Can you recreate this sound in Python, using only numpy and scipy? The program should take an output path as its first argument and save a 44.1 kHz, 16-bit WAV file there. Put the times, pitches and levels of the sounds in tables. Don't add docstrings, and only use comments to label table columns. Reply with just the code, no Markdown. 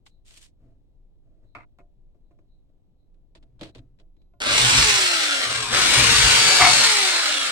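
import sys
import numpy as np
from scipy import signal
from scipy.fft import rfft, irfft, next_fast_len
from scipy.io import wavfile
from scipy.ndimage import uniform_filter1d, map_coordinates

SR = 44100
rng = np.random.default_rng(int(sys.argv[2]) if len(sys.argv) > 2 else 0)


def wav_record(signal):
    frames = np.transpose(np.atleast_2d(signal))
    bounded = np.clip(frames, -1, 1)
    quanta = np.round(bounded * 32767).astype(np.int16)
    wavfile.write(sys.argv[1], SR, quanta)


N = 331191

# (frequency [Hz], density [dB])
RUMBLE_SPECTRUM = [(12, -26.5), (20, 7), (35, -16), (49, -11.5), (164, -20.5), (229, -26.5), (328, -27),
                   (367, -29), (713, -39), (1510, -58), (3100, -56), (3970, -55), (4900, -62), (15000, -70)]
# (start [s], length [s], level [dB])
HISS_STROKES = [(.07, .06, -76), (1.43, .11, -83), (2.22, .06, -90), (2.47, .08, -82), (2.96, .05, -86),
                (3.65, .1, -82), (4.15, .07, -84)]

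# (start [s], length [s], level [dB])
SLIDE_STROKES = [(.053, 0.015, -54.5), (.245, 0.22, -58.5), (.355, 0.022, -46), (.403, 0.017, -46)]
# (frequency [Hz], density [dB])
SLIDE_SPECTRUM = [(350, -40), (600, -13), (668, -17), (852, -11), (1440, -9.5), (3190, 1), (6000, -4),
                  (8000, -2), (10500, -11.5), (15000, -26)]

# (time [s], click [dB], thud [dB], tail length [s])
TAPS = [(0.064, -51, -75, 0.013), (0.308, -53, -65, .005), (0.37, -66, -68, .005), (2.692, -92, -67, .005),
        (3.143, -79, -69, .005), (3.351, -53, -59, 0.035), (3.427, -64.5, -63, 0.013),
        (3.593, -59, -58, 0.023), (3.611, -42, -39, 0.099), (3.632, -42.5, -54, .05),
        (3.749, -49, -49.5, .05), (3.781, -58.5, -70, .02), (3.988, -66, -64, .003),
        (3.998, -59, -59.5, .003), (4.012, -72, -72, .003), (4.166, -74, -72, .005),
        (4.217, -72, -72, .005)]
# (time [s], rattle [dB], ring [dB], contact brightness [Hz], thud [dB], tail length [s])
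KNOCKS = [(1.55, -45.5, -40, 2900, -52, 0.095), (1.787, -64, -41, 780, -57.5, 0.031),
          (2.147, -93, -62, 700, -67, 0.0093), (2.309, -78, -52, 700, -63.5, 0.013),
          (2.388, -77, -56, 700, -62, .0092), (4.336, -75, -55, 1090, -68, .004)]
# (start [s], length [s], level [dB])
RUB_STROKES = [(.58, 0.13, -64.5), (1.22, 0.24, -69), (1.41, .035, -61)]
# (frequency [Hz], density [dB])
CLICK_SPECTRUM = [(470, -29), (800, -2), (1260, -9.5), (3530, -4), (4190, -5), (5910, -18.5), (8740, -19.5),
                  (10400, -33), (15000, -56)]
# (frequency [Hz], density [dB])
KNOCK_SPECTRUM = [(700, -4), (1050, 3), (1700, -3.5), (2700, 3.5), (4500, -11), (10000, -31)]
# (frequency [Hz], width [Hz], level [dB])
PLANK_MODES = [(113, 22, 5.5), (306, 32, 3), (460, 240, -9), (669, 41, -2.5)]
# (frequency [Hz], width [Hz], level [dB])
SHELL_MODES = [(720, 28, 0), (950, 110, -7), (1205, 110, -3.5), (1450, 200, -8.5), (1750, 300, -11),
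               (2150, 220, -7), (2600, 250, -17)]
# (frequency [Hz], level [dB], t60 [s])
LOOSE_SHELL_MODES = [(377, -18, 0.24), (592, -14.5, 0.28), (695, -9, 0.25), (1030, -9, 0.15),
                     (1420, -8, 0.15), (2137, -10, 0.081), (2620, 2, .07)]

# (start [s], length [s], shake [dB])
PRESSES = [(.6, 0.069, -55.5), (3.36, 0.55, -61), (3.75, 0.055, -52), (4.45, 0.16, -38.5),
           (4.6, 0.089, -33), (4.7, 0.1, -28), (5.45, .47, -41.5), (5.95, 0.19, -27.5),
           (6.22, 0.032, -25.5), (6.59, 0.069, -34.5)]
# (frequency [Hz], width [Hz], level [dB])
BENCH_MODES = [(54.7, 10.4, -0.5), (121.8, 8.6, 5.5), (270, 41, -10)]

# (pulled [s], released [s])
TRIGGER = [(4.404, 4.802), (5.702, 6.849)]
# (start [s], length [s], load re full [dB])
CUT_STROKES = [(6.08, .62, 0)]
# (start [s], length [s], grip re full [dB])
CATCH_STROKES = [(6.595, .068, 0)]
FREE_HZ, SPIN_UP_S, COAST_S, FRICTION_HZ_PER_S = 466, .103, 1.15, 12
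CUT_SAG_HZ, CATCH_SAG_HZ = 10.5, 35

# (time [s], level [dB])
GEAR_SNAPS = [(4.403, -19), (4.415, -19), (4.554, -15), (5.357, -19), (6.827, -14), (6.947, -15)]
# (frequency [Hz], width [Hz], level [dB])
HOUSING_MODES = [(1470, 920, -5.5), (2316, 350, 1), (2855, 330, 2), (4100, 570, 1), (5450, 530, -1.5),
                 (8060, 2200, -7)]
# (frequency [Hz], density [dB])
FAST_AIR_SPECTRUM = [(88, -43.5), (150, -26), (374, -13.5), (700, -15), (1050, -7.5), (1500, -3.5),
                     (2240, -2.5), (2900, -4.5), (3400, -2), (4430, -3), (6160, -7.5), (8090, -7),
                     (15700, -38.5)]
SLOW_AIR_SPECTRUM = [(88, -39), (150, -31), (285, -16.5), (346, -14.5), (473, -18.5), (597, -6.5),
                     (916, -16), (1330, -2.5), (2000, -6.5), (2520, -6.5), (4170, -5.5), (6040, -14.5),
                     (8090, -15.5), (15700, -43.5)]
# (frequency [Hz], density [dB])
GROWL_SPECTRUM = [(60, -5), (150, -5.5), (420, -2), (900, -2.5), (1800, -9.5), (4000, -36)]
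# (frequency [Hz], density [dB])
RATTLE_SPECTRUM = [(9000, 1.5), (12000, -18), (15000, -1.5)]
ROAR_DB, ROAR_DB_PER_OCTAVE, POWER_DB, TORQUE_DB = -21, 7.5, 1, 10
GROWL_DB = -37
MAINS_HZ, MAINS_DB = 50, 4.5
GRAIN_DB, SLACK_DB_PER_OCTAVE = .9, .8

# (multiple of rotor speed, level [dB], phase blur [rad])
WHINE_LINES = [(1, -39, .25), (2, -40, .35), (2.58, -43, .35), (4.6, -39.5, 1), (5, -37, 2), (6, -38, 2),
               (12, -31.3, .5), (24, -42, .8), (37, -37, .65), (48, -42, .9)]
# (multiple of rotor speed, level [dB], phase blur [rad])
PINION_LINES = [(2, -43, .6), (5, -30.5, .65), (6, -33.5, .45), (10, -24.7, .35), (15, -36, .5)]
# (frequency [Hz], gain [dB])
CASING_GAIN = [(200, -12), (380, 0), (500, -1.5), (750, 1), (1100, 2), (1400, 2.5), (1800, -3), (2300, -1),
               (2900, -2), (3500, 1), (3850, -2.5), (4200, 3.5), (4550, -1), (4800, -7.5), (5400, -7.5),
               (7000, -2), (8800, 2), (12000, -14), (15000, -16)]

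# (time [s], lag of left port [ms], left minus right [dB])
SHIFT = [(4.8, 0.22, 0), (5.3, .18, 1), (5.75, 0.091, 3.5), (7.5, 0.096, 0)]
# (frequency [Hz], t60 [s])
WORKSHOP_T60 = [(150, 0.068), (1500, 0.21), (10000, 1)]

# (time [s], level [dB])
GRABS = [(6.594, -7), (6.607, -2), (6.618, 1), (6.636, 2), (6.649, -.5), (6.664, -.5), (6.685, -6),
         (6.708, -8)]

TOP_HZ = 15820


def amp(db):
    return 10 ** (np.asarray(db) / 20)


def unit(x):
    return x / np.sqrt(np.mean(x ** 2) + 1e-20)


def along(points, hz):
    point_hz, values = np.transpose(points)
    return np.interp(np.log(hz + 1), np.log(point_hz + 1), values)


def curves(rows):
    times_s, *columns = np.transpose(rows)
    return [np.interp(np.arange(N) / SR, times_s, column) for column in columns]


def noise():
    return rng.standard_normal(N)


def wobble(rate_hz):
    knots = np.arange(0, N + SR / rate_hz, SR / rate_hz)
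    return np.interp(np.arange(N), knots, rng.standard_normal(len(knots)))


def filtered(x, response):
    size = next_fast_len(N + SR // 2, True)
    return irfft(rfft(x, size) * response(np.fft.rfftfreq(size, 1 / SR)), size)[..., :N]


def coloured(x, spectrum):
    size = 4096
    cepstrum = irfft(np.log(amp(along(spectrum, np.fft.rfftfreq(size, 1 / SR)))))
    cepstrum[1:size // 2] *= 2
    cepstrum[size // 2 + 1:] = 0
    kernel = irfft(np.exp(rfft(cepstrum)))
    kernel /= np.linalg.norm(kernel)
    return signal.oaconvolve(np.atleast_2d(x), kernel[None], axes=1)[:, :N].reshape(x.shape)


def resonate(x, modes):
    def ring(v):
        total = 0
        for k, (hz, width_hz, db) in enumerate(modes):
            b, a = signal.iirpeak(hz, hz / width_hz, SR)
            total = total + (-1) ** k * amp(db) * signal.lfilter(b, a, v)
        return total
    return ring(x) / np.linalg.norm(ring(signal.unit_impulse(SR // 2)))


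def bursts(times_s, levels_db, t60):
    samples = np.round(np.asarray(times_s) * SR).astype(int)
    starts = np.bincount(samples, amp(levels_db) ** 2, N)
    return np.sqrt(signal.lfilter([1], [1, -amp(-120 / (t60 * SR))], starts + 1e-20))


def held(rows, attack_s, fall_db_per_s):
    t = np.arange(N) / SR
    strokes = []
    for start_s, length_s, db in rows:
        rise = np.clip((t - start_s) / attack_s, 0, 1)
        overtime_s = np.maximum(t - start_s - length_s, 0)
        strokes.append(rise * amp(db - fall_db_per_s * overtime_s))
    return np.max(strokes, axis=0)


def stereo_noise(spread_db, lag_ms=0.13):
    shared = noise()
    pair = np.array([np.roll(shared, round(lag_ms * SR / 1000)), shared])
    return unit(pair + amp(spread_db) * rng.standard_normal((2, N)))


def room_tone():
    rumble = coloured(stereo_noise(spread_db=1.5), RUMBLE_SPECTRUM) * amp(-55.0 + 0.16 * wobble(4.06))
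    hiss = coloured(stereo_noise(spread_db=7), [(3300, -35), (3850, 0), (4100, 0), (4700, -35)])
    return rumble + hiss * held(HISS_STROKES, attack_s=.05, fall_db_per_s=200)


def slide():
    grains = unit(stereo_noise(spread_db=5) * amp(3 * wobble(980) + 1.8 * wobble(90)))
    return coloured(grains, SLIDE_SPECTRUM) * held(SLIDE_STROKES, attack_s=0.03, fall_db_per_s=650)


def cut_tails(times_s, lengths_s):
    t = np.arange(N) / SR
    is_open = sum((t > s) & (t < s + length) for s, length in zip(times_s, lengths_s)) > 0
    return uniform_filter1d(is_open * 1., size=700) * amp(2.5 * wobble(500))


def shell_ring(times_s, levels_db, contact_hz):
    t = np.arange(N) / SR
    ring = 0
    for hz, mode_db, t60 in LOOSE_SHELL_MODES:
        softness_db = 20 * np.log10(1 + (hz / contact_hz) ** 4)
        tone = np.sin(2 * np.pi * hz * t + .35 * wobble(120))
        ring = ring + tone * bursts(times_s, levels_db + mode_db - softness_db, t60)
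    return ring


def handling():
    knock_s, rattle_db, ring_db, contact_hz, knock_thud_db, knock_tail_s = np.transpose(KNOCKS)
    tap_s, tap_click_db, tap_thud_db, tap_tail_s = np.transpose(TAPS)
    tails = cut_tails(knock_s, knock_tail_s) + cut_tails(tap_s, tap_tail_s)

    def blow(times_s, db, t60, tail_db):
        return bursts(times_s, db, t60) + tails * bursts(times_s, db + tail_db, t60=0.33)

    every_s = np.r_[knock_s, tap_s]
    thuds = blow(every_s, np.r_[knock_thud_db, tap_thud_db], t60=0.23, tail_db=-2.0)
    clicks = blow(every_s, np.r_[rattle_db - 9, tap_click_db], t60=0.046, tail_db=-7.5)
    rattles = blow(knock_s, rattle_db, t60=0.015, tail_db=-5)

    rub = held(RUB_STROKES, attack_s=0.031, fall_db_per_s=240)
    plank = resonate(stereo_noise(spread_db=-9.0) * (thuds + rub), PLANK_MODES)
    shell = resonate(coloured(stereo_noise(spread_db=13.0) * rattles, KNOCK_SPECTRUM), SHELL_MODES)
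    ring = shell_ring(knock_s, ring_db, contact_hz)
    ring = np.array([np.roll(ring, 6), ring])
    return plank + shell + ring + coloured(stereo_noise(spread_db=9.5) * clicks, CLICK_SPECTRUM)


def bench_shake():
    boom = unit(resonate(noise(), BENCH_MODES))
    return boom * held(PRESSES, attack_s=0.031, fall_db_per_s=92)


def bit_load():
    cut = held(CUT_STROKES, attack_s=.17, fall_db_per_s=120)
    catch = held(CATCH_STROKES, attack_s=.03, fall_db_per_s=300)
    return cut, catch


def rotor():
    t = np.arange(N) / SR
    on = sum((t >= pulled) & (t < released) for pulled, released in TRIGGER) > 0
    cut, catch = bit_load()
    loaded_hz = FREE_HZ - CUT_SAG_HZ * cut - CATCH_SAG_HZ * catch
    coast_goal_hz = -FRICTION_HZ_PER_S * COAST_S * (t > TRIGGER[0][0])
    goal_hz = np.where(on, loaded_hz, coast_goal_hz)
    step = 1 / np.where(on, SPIN_UP_S, COAST_S) / SR
    memory = np.exp(np.cumsum(step))
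    speed = np.maximum(np.cumsum(goal_hz * step * memory) / memory, 0)
    power = signal.lfilter(*signal.butter(1, 7, fs=SR), on * 1.)
    return speed, np.cumsum(speed) / SR, power


def octaves(speed, slowest_hz=170):
    return np.log2(np.maximum(speed, slowest_hz) / FREE_HZ)


def drive_gate(first=0.99, rise_s=0.4):
    since_s = np.arange(N) / SR - TRIGGER[0][0]
    return (since_s > 0) * np.clip(first + since_s / rise_s, 0, 1)


def gear_snaps():
    times_s, levels_db = np.transpose(GEAR_SNAPS)
    return resonate(noise() * bursts(times_s, levels_db, t60=0.00024), HOUSING_MODES)


def impacts(cycles, scatter_db):
    hits = np.diff(np.floor(cycles), prepend=0) > 0
    return unit(hits * amp(scatter_db * noise()))


def drill_roar(speed, turns, power):
    torque = power * (1 - speed / FREE_HZ)
    level_db = ROAR_DB + ROAR_DB_PER_OCTAVE * octaves(speed) + POWER_DB * power + TORQUE_DB * torque
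    fast = np.clip((speed - 270) / 170, 0, 1)
    chop = 1 + 0.35 * power * np.sin(2 * np.pi * turns)
    air = np.sqrt(fast) * coloured(noise() * chop, FAST_AIR_SPECTRUM) * amp(level_db - 2.0)
    air += np.sqrt(1 - fast) * coloured(noise() * chop, SLOW_AIR_SPECTRUM) * amp(level_db - 3.5)
    hits = impacts(PINION_LINES[0][0] * turns, scatter_db=5) * np.sign(noise())
    rattle_gain = amp(level_db - 10.0 - 0.43 * fast)
    rattle = coloured(resonate(hits, HOUSING_MODES), RATTLE_SPECTRUM) * rattle_gain
    growl = coloured(noise(), GROWL_SPECTRUM) * power * amp(GROWL_DB)
    return air + rattle + growl


def patchy(x, depth_db):
    z = signal.stft(x, nperseg=512)[2]
    field = rng.standard_normal(z.shape[-2:])
    field = uniform_filter1d(field, size=4, axis=0)
    field = uniform_filter1d(field, size=22, axis=1)
    return signal.istft(z * amp(depth_db * unit(field)), nperseg=512)[1][..., :N]


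def roughness(speed, power):
    t = np.arange(N) / SR
    torque = power * (1 - speed / FREE_HZ)
    mains_db = MAINS_DB * torque * np.cos(4 * np.pi * MAINS_HZ * t)
    grain_db = GRAIN_DB - SLACK_DB_PER_OCTAVE * octaves(speed) * (1 - power)
    return amp(mains_db + grain_db * wobble(170))


def tones(turns, lines, flutter_db):
    total = 0
    for multiple, db, blur_rad in lines:
        level = amp(db + flutter_db * wobble(18)) * np.sqrt(2)
        total = total + level * np.sin(2 * np.pi * multiple * turns + blur_rad * wobble(140))
    return total


def drill_whine(speed, turns, power):
    cut, _ = bit_load()
    free_db = 8.5 * octaves(speed) - 4 * power
    whine = tones(turns, WHINE_LINES, flutter_db=2.8) * amp(free_db)
    pinion = tones(turns, PINION_LINES, flutter_db=1.5) * cut
    return filtered(whine + pinion, lambda hz: amp(along(CASING_GAIN, hz)))


def in_workshop(x, lag_ms, pan_db, wet_db, count=24):
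    late = map_coordinates(x, [np.arange(N) - lag_ms * SR / 1000], order=3)
    direct = np.array([late, x])
    hz, t, z = signal.stft(rng.standard_normal((count + 1, 2, SR // 4)), SR, nperseg=256)
    t60 = along(WORKSHOP_T60, hz)[:, None]
    tails = signal.istft(z * amp(-60 * t / t60) / np.sqrt(t60), SR, nperseg=256)[1]
    tails /= np.linalg.norm(tails, axis=-1, keepdims=True)
    hop = N // count + 1
    padded = np.pad(x, (hop, 2 * hop))
    room = np.zeros((2, N + 3 * hop + SR))
    fade = np.sin(np.pi * np.arange(2 * hop) / (2 * hop))
    for k, tail in enumerate(tails):
        section = padded[k * hop:(k + 2) * hop] * fade
        echo = signal.fftconvolve(section[None], tail, axes=1)
        room[:, k * hop:k * hop + echo.shape[1]] += echo
    pan = amp(np.array([[.5], [-.5]]) * pan_db)
    return (direct + amp(wet_db) * room[:, hop:hop + N]) * pan


def breakthrough(rattle_db=-12, plank_db=-19, ring_db=-10):
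    times_s, levels_db = np.transpose(GRABS)
    grit = unit(noise() * amp(0.85 * wobble(700))) * bursts(times_s, levels_db, t60=0.083)
    tone = np.sin(2 * np.pi * SHELL_MODES[0][0] * np.arange(N) / SR + .3 * wobble(80))
    ring = tone * bursts(times_s, levels_db + ring_db, t60=0.17)
    rattle = resonate(grit, SHELL_MODES)
    thump = amp(plank_db) * resonate(grit, PLANK_MODES)
    return (ring + rattle + thump) * amp(rattle_db)


def drill(whine_lag_ms=.01):
    lag_ms, pan_db = curves(SHIFT)
    speed, turns, power = rotor()
    roar = drive_gate() * drill_roar(speed, turns, power) + gear_snaps()
    roar = in_workshop(roar, lag_ms, pan_db, wet_db=3, count=72)
    roar = patchy(roar, depth_db=1.1) * roughness(speed, power)
    near = drive_gate() * drill_whine(speed, turns, power) + breakthrough()
    return roar + in_workshop(near, whine_lag_ms, pan_db, wet_db=-6)


def scene():
    shake = bench_shake() * amp([[.7], [-.7]])
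    return room_tone() + slide() + handling() + shake + drill()


def record(dry):
    return filtered(dry, lambda hz: hz < TOP_HZ)


dry = scene()
out = record(dry)
wav_record(out)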